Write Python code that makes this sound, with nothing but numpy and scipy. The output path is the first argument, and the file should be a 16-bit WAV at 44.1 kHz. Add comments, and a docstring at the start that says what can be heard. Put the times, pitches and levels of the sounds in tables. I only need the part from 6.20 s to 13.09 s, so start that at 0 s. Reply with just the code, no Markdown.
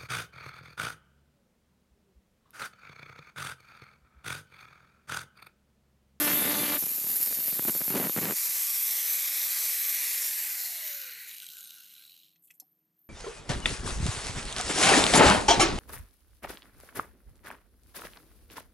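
"""At a work table, an angle grinder trims the thin steel rim of a small loudspeaker, heard by one microphone.
A deep cut is made of scraping noise and thuds once a turn; a lighter cut skips, rings and chatters.
The disc comes free and hisses with fan air and gears, then the motor is switched off and coasts down
with a falling whine of sine tones and rattling gears made of short noise bursts.
A flat panel is slid as filtered noise and tapped as fading tones, over a faint outdoor murmur."""
import sys
import numpy as np
from scipy import signal
from scipy.fft import rfft, irfft
from scipy.io import wavfile
from scipy.ndimage import uniform_filter1d, map_coordinates

SR = 44100
rng = np.random.default_rng(int(sys.argv[2]) if len(sys.argv) > 2 else 0)


def store_pcm(level_fs):
    """Save levels as 16-bit WAV."""
    pcm = np.round(np.clip(level_fs, -1, 1) * 32767).astype(np.int16)
    wavfile.write(sys.argv[1], SR, np.atleast_2d(pcm).T)


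N = 303849
T = np.arange(N) / SR  # time in seconds

# the job (s): the deep cut breaks through, the disc comes free, the motor is switched off, the disc stops
BREAK_S, CLEAR_S, OFF_S, STOP_S = 0.56, 2.14, 3.95, 6.225
# turns of the motor's rotor for each turn of the disc
GEAR_RATIO = 3.76


def amp(db):
    """Turns decibels into a multiplier."""
    return 10 ** (np.asarray(db) / 20)


def unit(x):
    """Scales a sound to an average (RMS) strength of one."""
    return x / np.sqrt(np.mean(x ** 2) + 1e-20)


def noise():
    """Plain white hiss for the whole scene."""
    return rng.standard_normal(N)


def ramp(start, length):
    """Rises in a straight line from 0 to 1; both times in seconds."""
    return np.clip((T - start) / max(length, 1e-4), 0, 1)


def during(start, end, attack=0.0099, release=.008):
    """Rises just before the start, holds at one, and dies away after the end."""
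    return ramp(start - attack, attack) * (1 - ramp(end, release))


def swell(s, half_length):
    """A smooth rise and fall around one moment."""
    return np.exp(-((T - s) / half_length) ** 2)


def wander(hz):
    """A smooth random wobble of unit size, with little movement faster than hz."""
    smoothing = np.exp(-(np.fft.rfftfreq(N, 1 / SR) / hz) ** 2)
    return unit(irfft(rfft(noise()) * smoothing, N))


def add(mix, s, sound):
    """Mixes in a short sound from s seconds on."""
    part = mix[round(s * SR):][:len(sound)]
    part += sound[:len(part)]


def impulse(points, size=4096):
    """The click whose spectrum follows the points, with nothing sounding before its start."""
    f, db = np.transpose(points)
    log_pitch = np.log(abs(np.fft.fftfreq(size, 1 / SR)) + 1)
    log_gain = np.log(amp(np.interp(log_pitch, np.log(f), db)))
    # the Hilbert transform supplies the matching phase
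    spectrum = np.exp(np.conj(signal.hilbert(log_gain)))
    return np.fft.ifft(spectrum).real[:size // 2]


def colour(x, points):
    """Gives a sound the tone colour in the points, at unit strength."""
    return unit(signal.oaconvolve(x, impulse(points))[:N])


def resonate(x, hz, width):
    """Lets one resonance, like that of a struck part, ring with the sound."""
    return signal.lfilter(*signal.iirpeak(hz, hz / width, SR), x)


def drift(x, patchy_db):
    """Weak reflections off hands and clutter ripple the spectrum, and change as things move."""
    z = signal.stft(x, nperseg=1024, noverlap=768)[2]
    ripple = rng.standard_normal(z.shape)
    # smooth across pitch (axis 0), then across time (axis 1)
    for size, axis in [(9, 0), (5, 0), (31, 1), (11, 1)]:
        ripple = uniform_filter1d(ripple, size, axis)
    rippled = z * amp(patchy_db * unit(ripple))
    return signal.istft(rippled, nperseg=1024, noverlap=768)[1][:N]


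# disc speed (turns per second): running free, at the outset, bogged down in the deep cut
IDLE_HZ, START_HZ, LOADED_HZ = 310.2, 298.2, 294.8
# time constants (s) of the sag under load and of the recovery
SAG_S, RECOVER_S = 0.075, 0.19
# coasting: disc speed where air drag equals friction (turns per second), time scale of the run-down (s)
DRAG_HZ, COAST_S = 205.6, 2.31


def disc_speed():
    """Turns per second: load drags the disc down, it recovers, then air drag and friction stop it."""
    sag = (START_HZ - LOADED_HZ) * np.exp(-T / SAG_S)
    load = (IDLE_HZ - LOADED_HZ) * np.exp(-np.maximum(T - BREAK_S, 0) / RECOVER_S)
    coasting = DRAG_HZ * np.tan(np.clip((STOP_S - T) / COAST_S, 0, np.pi / 3))
    return np.minimum(IDLE_HZ - load + sag, coasting)


def grit(turns, keep, spread_db, size=128):
    """The same grains pass the cut on each turn, and slowly wear into new ones."""
    keep = np.clip(keep, 0, .995)
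    shape = (int(turns[-1]) + 2, size)  # one row of grains for each turn
    fresh = rng.standard_normal(shape) * amp(spread_db * rng.standard_normal(shape))
    fresh[1:] *= np.sqrt(1 - keep ** 2)
    edge = signal.lfilter([1], [1, -keep], fresh, axis=0)
    return unit(map_coordinates(edge.ravel(), [turns * size], order=3))


# resonances of the thin steel rim: pitch_hz, width_hz, level_db (relative)
RIM_RESONANCES = [(9640, 260, -8), (11000, 300, -6), (11480, 260, -1), (12020, 450, -1), (12740, 220, -1),
                  (12980, 200, 1), (13920, 350, -7)]


def rim_ring(x):
    """Scraping sets the resonances of the thin rim ringing."""
    return unit(sum(amp(db) * resonate(x, hz, width) for hz, width, db in RIM_RESONANCES))


# tone colour of the deep scrape: pitch_hz, level_db (per Hz, relative)
DEEP_COLOUR = [(400, -26), (1000, -14), (2400, -8.5), (3300, -8), (4500, -13.5), (6000, -13), (7500, -10.5),
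               (9000, -15.5), (10500, -8), (11500, -8), (12700, -3), (14000, -11), (15400, -14)]
# tone colour of the chattering sheet, also used by its snags: pitch_hz, level_db (per Hz, relative)
CHATTER_COLOUR = [(25, -33.5), (65, -23.5), (100, -11), (150, 0.5), (290, 0.5), (450, -4), (1000, -11.5),
                  (2200, -13.5), (3500, -21.5), (7000, -27)]
# the grinding eases as the disc sinks in, the sheet chatters throughout: levels at the start, then change
DEEP_DB, DEEP_EASE_DB_PER_S, DEEP_RELEASE_S = -24, -11.5, 0.028
CHATTER_DB, CHATTER_EASE_DB_PER_S = -35.5, -3.5


def deep_cut(turns):
    """The high side of the disc bites once a turn, scraping the sheet and pushing it aside."""
    grind_db = DEEP_DB + DEEP_EASE_DB_PER_S * T + 0.54 * wander(15)
    chatter_db = CHATTER_DB + CHATTER_EASE_DB_PER_S * T
    angle = turns % 1
    bite = np.exp(-angle / .25) * np.minimum(angle / .05, 1)
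    sunk = ramp(0, BREAK_S)  # the cut grows rougher as the disc sinks in

    grains = grit(turns, keep=.97, spread_db=2) + (.2 + .7 * sunk) * noise()
    scrape = colour((.5 + bite) * grains, DEEP_COLOUR)
    scrape = unit(scrape + amp(-1.5) * rim_ring(scrape))

    # each bite tears off a fresh, uneven burst
    tear = colour(bite ** 2 * noise() * amp(2 * wander(80)),
                  [(300, -9.5), (900, -0.5), (1800, 0.5), (3000, -3), (5000, -6.5), (7000, -7), (15000, -16.0)])

    blows = np.diff(np.floor(turns), prepend=0) * (1 + 0.62 * wander(78))  # one click a turn
    rough_push = unit(bite * noise() * amp(2 * wander(100)))
    push = colour(unit(blows) * 0.73 + rough_push, CHATTER_COLOUR)
    turn_hum = np.sin(2 * np.pi * turns) * (1 + 0.22 * wander(30))
    push = unit(push + .9 * (1 - 0.92 * sunk) * turn_hum)

    rasp = amp(-1.8) * scrape + amp(-12 + 4 * sunk) * tear
    cutting = during(0, BREAK_S, release=DEEP_RELEASE_S)
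    return cutting * (amp(grind_db) * rasp + amp(chatter_db) * push)


# disc harmonics that sing out: multiple of the disc speed, deep_cut_db, light_cut_db (both before a 0.5 dB lift)
SINGING_HARMONICS = [(2, -54, -70), (6, -54, -70), (9, -54, -70), (12, -46, -60), (13, -55, -66),
                     (14, -53, -59), (15, -52, -59), (16, -51, -68), (24, -52, -66), (31, -62, -53),
                     (33, -46, -60), (36, -45, -62), (37, -41, -46), (38, -44, -56), (41, -56, -44),
                     (43, -42, -56), (44, -39, -56), (47, -48, -56)]


def singing(turns):
    """Steady harmonics of the turning disc stand out of the rasp."""
    deep = during(0, BREAK_S, release=.025)
    light = during(BREAK_S + .5, CLEAR_S, attack=.5)
    out = np.zeros(N)
    for k, deep_db, light_db in SINGING_HARMONICS:
        level = deep * amp(deep_db + 0.5) + light * amp(light_db + 0.5)
        tone = np.sin(2 * np.pi * k * turns + .5 * wander(60))
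        out += level * amp(3.6 * wander(25)) * tone
    return out


# tone colour of the low murmur: pitch_hz, level_db (per Hz, relative)
MURMUR_COLOUR = [(25, -13), (50, -17.5), (75, -17.5), (110, -11.5), (160, 5), (220, -5), (330, -8.5),
                 (450, -13), (700, -18), (1200, -19.5), (4000, -24), (11000, -25), (15500, -39)]
# tone colour of the insects: pitch_hz, level_db (per Hz, relative)
INSECT_COLOUR = [(9000, -50.5), (11500, -40.5), (12600, -11), (12900, -7), (13030, 2), (13200, -12),
                 (14000, -15.5), (14800, -38)]
# faint steady hum: pitch_hz, level_db
HUM_TONES = [(317.6, -89), (473.7, -101), (710.6, -100)]
# swells of the insect shrill: middle_s, half_length_s, level_db
INSECT_CALLS = [(6.344, 0.21, -70.5), (6.86, .07, -68)]


def outdoors():
    """Low murmur of the surroundings, a faint hum and a thin insect shrill: coloured noise and sines."""
    shrill = amp(-82.5) + sum(amp(db) * swell(s, length) for s, length, db in INSECT_CALLS)
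    hum = sum(amp(db) * unit(np.sin(2 * np.pi * hz * T + .5 * wander(6))) for hz, db in HUM_TONES)
    murmur = amp(-81.5) * colour(noise(), MURMUR_COLOUR)
    return murmur + hum + shrill * colour(noise(), INSECT_COLOUR)


# the loosened metal flutters: start_s, length_s, level_db (at its start)
FLUTTERS = [(.07, 0.012, -34), (0.218, .05, -37), (1.483, 0.0045, -33), (1.708, 0.064, -37.5),
            (1.757, 0.11, -32), (1.976, 0.0096, -32.5), (2.019, 0.1, -33)]
FLUTTER_ATTACK_S, FLUTTER_RELEASE_S, FLUTTER_FADE_DB_PER_S = 0.0094, 0.02, -22.5
# faint catches between them: average number per second, level
CATCHES_PER_S, CATCH_DB = 140, -39.5
# the disc snags the sheet: time_s (sounds 1 ms later), peak_db (before a 4 dB lift)
SNAGS = [(0.556, -30), (0.572, -27), (0.624, -27.5), (0.636, -28), (0.814, -36), (0.842, -31.5),
         (0.868, -33), (0.898, -32.5), (0.973, -42), (1.11, -32), (1.126, -30.5), (1.187, -32.5),
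         (1.281, -33), (1.326, -29), (1.393, -22), (1.424, -31), (1.451, -25.5), (1.495, -21.5),
         (1.55, -27), (1.561, -29.5), (1.607, -31), (1.615, -25), (1.679, -28), (1.703, -24), (1.759, -24),
         (1.852, -28), (1.895, -21.5), (1.963, -22), (1.986, -21.5), (2.03, -25.5), (2.054, -20),
         (2.108, -18)]


def snags(turns):
    """Dull pops where the disc catches the sheet, crowding into a flutter as the metal loosens."""
    pops = (rng.random(N) < 1500 / SR) * np.sign(noise())
    flutter = np.zeros(N)
    for s, length, db in FLUTTERS:
        fading_db = db + FLUTTER_FADE_DB_PER_S * np.maximum(T - s, 0)
        flutter += during(s, s + length, FLUTTER_ATTACK_S, FLUTTER_RELEASE_S) * amp(fading_db)
    bite = 0.28 + np.exp(-(turns % 1) / 0.22)  # the metal is struck hardest once a turn
    out = flutter * colour(pops * bite, CHATTER_COLOUR)

    pop = impulse(CHATTER_COLOUR)
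    catches = (rng.random(N) < CATCHES_PER_S / SR) * during(BREAK_S, CLEAR_S) * noise()
    out += amp(CATCH_DB) * signal.oaconvolve(catches, pop / abs(pop).max())[:N]

    t = T[:len(pop)]
    for s, db in SNAGS:
        scuff = 0.082 * rng.standard_normal(len(t)) * np.exp(-t / 0.0031)
        sound = signal.fftconvolve(signal.unit_impulse(len(t)) + scuff, pop)
        add(out, s + .001, amp(db + 4.0) * sound / abs(sound).max())
    return out


# tone colour of the light rasp: pitch_hz, level_db (per Hz, relative)
LIGHT_COLOUR = [(150, -27), (250, -25), (1430, -27), (2440, -20), (3220, -24.5), (3630, -20.5), (6210, -16),
                (7000, -14), (8770, -15.5), (9560, -11), (10400, -13), (11200, -8), (12600, -0.5),
                (15500, -26.5)]
# the hand presses the disc on the edge: middle_s, pressure_db (above grazing)
PRESSES = [(.91, 6), (.97, 7), (1.025, 11), (1.075, 4), (1.14, 4.5), (1.2, 1.5), (1.283, 8), (1.345, 3.5),
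           (1.405, -1), (1.482, 6.5), (1.57, 4), (1.688, 5.5)]
# level while the disc only grazes, and half length of a press
GRAZE_DB, PRESS_S = -32.5, .02


def light_cut(turns):
    """The disc skips along the edge in short uneven scrapes; the ring follows the pressure more than the rasp."""
    press_db = sum(db * swell(s, PRESS_S) for s, db in PRESSES)
    contact = (.8 + np.exp(-(turns % 1) / .2)) * amp(2 * wander(600))
    scrape = contact * (grit(turns, keep=.86, spread_db=2) + 1.15 * noise())
    rasp = colour(scrape + 1.0 * noise(), LIGHT_COLOUR) * amp(0.4 * press_db)

    pressed = scrape * amp(1.2 * wander(60) + 2 * wander(500))
    ring = colour(rim_ring(pressed), [(4000, -20.0), (9000, -2.0), (15500, 1.5)])
    ring *= amp(press_db - 5)
    lift = 1 - .5 * ramp(CLEAR_S - .12, .1)  # the ring halves just before the disc comes free
    cutting = during(BREAK_S + 0.019, CLEAR_S)
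    return cutting * amp(GRAZE_DB) * drift(rasp + lift * ring, patchy_db=1.24)


# resonances of the tool body: pitch_hz, width_hz, level_db (relative)
BODY_RESONANCES = [(2940, 320, 2), (3080, 520, -5), (3900, 85, 5), (5520, 140, -41), (7560, 180, -14),
                   (8200, 180, 5.5), (9740, 540, -2.5), (11880, 290, 10), (11580, 300, 7),
                   (14650, 300, -4.5)]


def housing(x):
    """The tool body rings at its own resonances."""
    return unit(sum(amp(db) * resonate(x, hz, width) for hz, width, db in BODY_RESONANCES))


# tone colour of the fan air: pitch_hz, level_db (per Hz, relative)
AIR_COLOUR = [(90, -51), (200, -42.5), (400, -31.5), (600, -24.5), (950, -22), (1350, -23.5), (2300, -14.5),
              (3300, -16.5), (4300, -13.5), (5500, -9.5), (7400, -9), (9200, -10), (10700, -7), (12000, 2),
              (12900, -4), (14200, -6.5), (15400, -13)]
# tone colour of the rubbing while coasting: pitch_hz, level_db (per Hz, relative)
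COAST_COLOUR = [(300, -16.5), (1100, -32), (1900, -29), (2700, 6), (4200, 8.5), (5000, 7.5), (7500, 8),
                (9000, -27), (10600, -35), (11800, 20), (13500, 10), (15500, 12.5)]
# the gear head sounds in two broad bands: pitch_hz, level_db (per Hz, relative)
GEAR_COLOUR = [(300, -50), (1200, -24), (1600, -9), (2000, 0), (2500, -1), (3100, -16), (3600, -12),
               (4150, -2), (4600, -5), (5000, -20), (7000, -35)]
# the body rubs harder as the rotor nears a housing resonance: middle_s, half_length_s, lift_db
SHUDDER = (4.73, 0.14, 8.2)
# level at full speed, and the power of the speed that it follows
AIR_DB, AIR_POWER = -29, 1.53
RUB_DB, RUB_POWER = -40, 0.86
GEAR_DB, GEAR_POWER = -43.5, 0.91
# the gear head turns to the microphone as the tool is laid aside: start, duration, offset before it
TURN_S, TURN_TAKES_S, TURNED_AWAY_DB = 2.6, 0.77, -6.5
# the slowing gears go slack and their steady noise drops: start, duration, drop
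SLACK_S, SLACK_TAKES_S, SLACK_DB = 5.1, 0.41, -26
# the rush of air falls away at low speed: start, duration, drop
STALL_S, STALL_TAKES_S, STALL_DB = 4.67, .22, -11
# echo off the table: average delay with the tool in hand and laid aside, and its strength
ECHO_HELD_MS, ECHO_ASIDE_MS, ECHO_SHARE = 0.557, 0.521, 0.14


def free_run(turns, speed):
    """Fan air and gears hiss; as the rotor slows the air dies and gritty rubbing in the body is left."""
    pace = speed / IDLE_HZ + 1e-9
    aside = ramp(TURN_S, TURN_TAKES_S)
    slack = ramp(SLACK_S, SLACK_TAKES_S)

    delay_ms = ECHO_HELD_MS + (ECHO_ASIDE_MS - ECHO_HELD_MS) * aside + 0.033 * wander(4.9)
    air = colour(noise(), AIR_COLOUR)
    # the cluttered table scatters the top treble
    bounce = signal.filtfilt(*signal.butter(2, 8000, fs=SR), air)
    air = unit(air + ECHO_SHARE * np.interp(T - delay_ms / 1000, T, bounce))
    air *= amp(AIR_DB + STALL_DB * ramp(STALL_S, STALL_TAKES_S)) * pace ** AIR_POWER

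    rub = noise() * amp(2.2 * wander(2000) + 1.8 * wander(150))
    coast = unit(colour(rub, COAST_COLOUR) + 0.5 * housing(rub))
    shudder_s, half_length, shudder_db = SHUDDER
    coast *= during(OFF_S + .2, STOP_S - .16, attack=.3, release=0.089)
    coast *= pace ** RUB_POWER * amp(RUB_DB + shudder_db * swell(shudder_s, half_length))

    gear_db = GEAR_DB + TURNED_AWAY_DB * (1 - aside) + SLACK_DB * slack
    gears = amp(gear_db) * pace ** GEAR_POWER * colour(noise(), GEAR_COLOUR)

    throb = (1 + 0.091 * np.cos(2 * np.pi * turns)) * amp(.5 * wander(130) + .5 * wander(24))
    return ramp(CLEAR_S - .015, 0.041) * throb * drift(air + coast + gears, patchy_db=1.8)


# tones of the powered motor: multiple of the rotor speed, level_db
MOTOR_TONES = [(1, -64.5), (2, -62.5), (3, -67.5), (4, -71), (5, -59.5)]
# hum of the freely turning disc: multiple of the disc speed, level_db
DISC_TONE = (3, -71)
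# rotor tones swell through resonances: multiple of the rotor speed, loudest_s, half_length_s, level_db
ROTOR_SWELLS = [(22, 4.67, .12, -51), (24, 4.76, .09, -43), (24, 5.16, .24, -55), (29, 4.85, .06, -53),
                (32, 5.05, .13, -53), (17, 5.1, .04, -60), (42, 5.2, .07, -60), (36, 5.45, .07, -63),
                (48, 5.38, .06, -61), (48, 5.56, .06, -57), (72, 5.8, .05, -66)]
# the coasting rotor sweeps through a resonance of the housing
SHAKE_HZ, SHAKE_WIDTH_HZ = 585, 55
# level of the whine at that resonance, and the power of the speed that it follows
WHINE_DB, WHINE_POWER = -58.5, 3


def motor(turns, speed):
    """The powered motor sings; switched off, its unbalance and commutator tones glide down through resonances."""
    rotor, rotor_hz = turns * GEAR_RATIO, speed * GEAR_RATIO
    powered = sum(amp(db) * unit(np.sin(2 * np.pi * k * rotor + 0.23 * wander(30)))
                  for k, db in MOTOR_TONES)
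    multiple, hum_db = DISC_TONE
    powered += amp(hum_db) * unit(np.sin(2 * np.pi * multiple * turns + 0.56 * wander(30)))
    powered *= amp(2.5 * wander(12))

    resonance = 1 / np.hypot(1, 2 * (rotor_hz - SHAKE_HZ) / SHAKE_WIDTH_HZ)
    shake = (rotor_hz / SHAKE_HZ) ** WHINE_POWER * resonance
    tone = unit(np.sin(2 * np.pi * rotor + 0.22 * wander(50)))
    tone *= shake * amp(WHINE_DB + 2 * wander(27))
    whine = sum(amp(db) * swell(s, length) * np.sin(2 * np.pi * k * rotor + 0.46 * wander(70))
                for k, s, length, db in ROTOR_SWELLS)
    return during(CLEAR_S, OFF_S) * powered + ramp(OFF_S, 0.037) * tone + whine * amp(3.9 * wander(40))


# gear teeth knock through their play: start_s, level_db (peak, before a 2 dB lift)
KNOCKS = [(5.1123, -32), (5.1652, -33), (5.1826, -34), (5.2006, -34), (5.221, -34), (5.2314, -35),
          (5.243, -35), (5.2654, -31), (5.2879, -33), (5.3014, -36), (5.3154, -36), (5.3344, -37),
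          (5.3692, -35), (5.3834, -36), (5.4074, -36), (5.4464, -38), (5.506, -35)]
# tone colour of a knock: pitch_hz, level_db (per Hz, relative)
KNOCK_COLOUR = [(800, -40), (2000, -12), (3100, 2), (4000, 1), (5500, -5), (8000, -2), (10000, -7),
                (11600, 1), (13000, -4), (15500, -6)]
# the gear case hums in swells: middle_s, half_length_s, level_db
CASE_SWELLS = [(4.838, 0.14, -56.5), (5.015, .07, -62.5), (5.23, 0.02, -61.5), (5.38, 0.085, -63.5),
               (5.586, 0.097, -66), (5.776, 0.042, -71), (5.843, 0.033, -71)]
# the rattle at full strength (s), its typical strikes per second and their unevenness
RATTLE_FROM_S, RATTLE_TO_S, STRIKES_PER_S, STRIKE_SPREAD_DB = 4.94, 5.877, 85, 0.5
# level at the start and fade of the teeth's chatter, and of the body ringing with it
RATTLE_DB, RATTLE_FADE_DB_PER_S = -58.5, -1.5
BODY_DB, BODY_FADE_DB_PER_S = -52, -8


def gear_rattle():
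    """The slack gears chatter and knock, ringing the body, and the gear case hums at its own pitch."""
    play = np.cumsum(STRIKES_PER_S * amp(2.2 * wander(50))) / SR  # running count of strikes
    phase = play % 1
    strikes = 0.13 + np.exp(-phase / .15) * np.minimum(phase / 0.071, 1)
    strikes *= amp(STRIKE_SPREAD_DB * wander(66))
    chatter = colour(strikes * noise(), [(1500, -25), (1900, -28), (2400, -8), (3000, -1), (3500, 2.0),
                                         (4050, 9.5), (4800, -10), (7000, -15), (15000, -9)])
    body = colour(housing(strikes * noise()), [(1000, -30), (2400, -1.5), (12000, -1), (15500, -2)])
    age = T - RATTLE_FROM_S
    rattle = amp(RATTLE_DB + RATTLE_FADE_DB_PER_S * age) * chatter
    rattle += amp(BODY_DB + BODY_FADE_DB_PER_S * age) * body
    out = during(RATTLE_FROM_S, RATTLE_TO_S, attack=0.24, release=.32) * drift(rattle, patchy_db=2.5)

    t = T[:1024]
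    for s, db in KNOCKS:
        burst = rng.standard_normal(len(t)) * t * np.exp(-t / 0.0007)
        knock = unit(signal.fftconvolve(burst, impulse(KNOCK_COLOUR)))
        knock = knock + 0.46 * housing(knock)
        add(out, s, amp(db + 2) * knock / abs(knock).max())

    case_hum = colour(noise(), [(900, -22), (1250, -24), (1400, 3.5), (1560, 6), (1700, -10),
                                (1950, -34), (3000, -61)])
    return out + case_hum * sum(amp(db) * swell(s, length) for s, length, db in CASE_SWELLS)


# the panel slides: start_s, length_s, level_db
SLIDES = [(6.225, 0.053, -60), (6.297, 0.022, -69), (6.344, .012, -62)]
SLIDE_ATTACK_S, SLIDE_RELEASE_S = .004, .02
# tone colour of the slide: pitch_hz, level_db (per Hz, relative)
SLIDE_COLOUR = [(1000, -41), (3000, -15), (5500, -22), (7500, 2.5), (10000, 2), (12500, 12), (15500, -3)]
# the panel taps: start_s, peak_db, contact_pitch_hz, width_hz (of the filter, which is used twice)
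TAPS = [(6.159, -57, 3000, 4000), (6.279, -65, 3200, 1490), (6.300, -62, 2500, 1200),
        (6.3048, -46, 2370, 1110), (6.309, -45, 9500, 7000), (6.339, -60, 8500, 3000),
        (6.3995, -33, 11400, 5000), (6.401, -38.5, 5600, 2470), (6.42, -62.5, 774, 400),
        (6.42, -66, 295, 200), (6.791, -57, 13400, 3030), (6.817, -58, 13500, 3000)]
# ways the panel rings: pitch_hz, level_db (relative), t60_s (time to fade by 60 dB)
PANEL_MODES = [(296, -12, .08), (754, -2, 0.067), (1990, 3, 0.025), (2600, 2, 0.035), (3300, 1, 0.033),
               (4300, -5, 0.067), (5250, -4.5, 0.079), (5870, 10.5, 0.016), (6400, 4, 0.028),
               (7450, 3, 0.044), (8270, -2, 0.045), (10800, 4, 0.012), (11630, 5, 0.049), (13400, 8, .025)]


def handling():
    """The panel scuffs over the table and taps it; each contact favours the modes near its own pitch."""
    slide = sum(amp(db) * during(s, s + length, SLIDE_ATTACK_S, SLIDE_RELEASE_S) for s, length, db in SLIDES)
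    out = slide * colour(noise() * amp(3.8 * wander(250)), SLIDE_COLOUR)
    t = T[:8192]
    for s, db, contact_hz, width in TAPS:
        ring = sum(amp(mode_db - 60 * t / t60) * np.sin(2 * np.pi * (hz * t + rng.random()))
                   for hz, mode_db, t60 in PANEL_MODES)
        crack = rng.standard_normal(len(t)) * (1.5 * np.exp(-t / 0.0066) + 0.17 * np.exp(-t / 0.028))
        tap = resonate(resonate(ring + crack, contact_hz, width), contact_hz, width)
        add(out, s, amp(db) * tap / abs(tap).max())
    return out


def scene():
    """One disc speed, trembling slightly, drives the cuts, the hiss and the motor."""
    speed = disc_speed()
    turns = np.cumsum(speed * (1 + .0009 * wander(20))) / SR
    cutting = deep_cut(turns) + singing(turns) + snags(turns) + light_cut(turns)
    running = free_run(turns, speed) + motor(turns, speed) + gear_rattle()
    mono = cutting + running + handling() + outdoors()
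    return np.array([mono, mono])


# top of the recorder's band
EDGE_HZ = 15480


def record(dry):
    """The recorder's bass cut and band limit."""
    dry = signal.lfilter(*signal.butter(1, 45, "highpass", fs=SR), dry)
    band_limit = signal.firwin(1023, EDGE_HZ, window=("kaiser", 9), fs=SR)
    return signal.oaconvolve(dry, band_limit[None], "same")


dry = scene()
out = record(dry)
store_pcm(out)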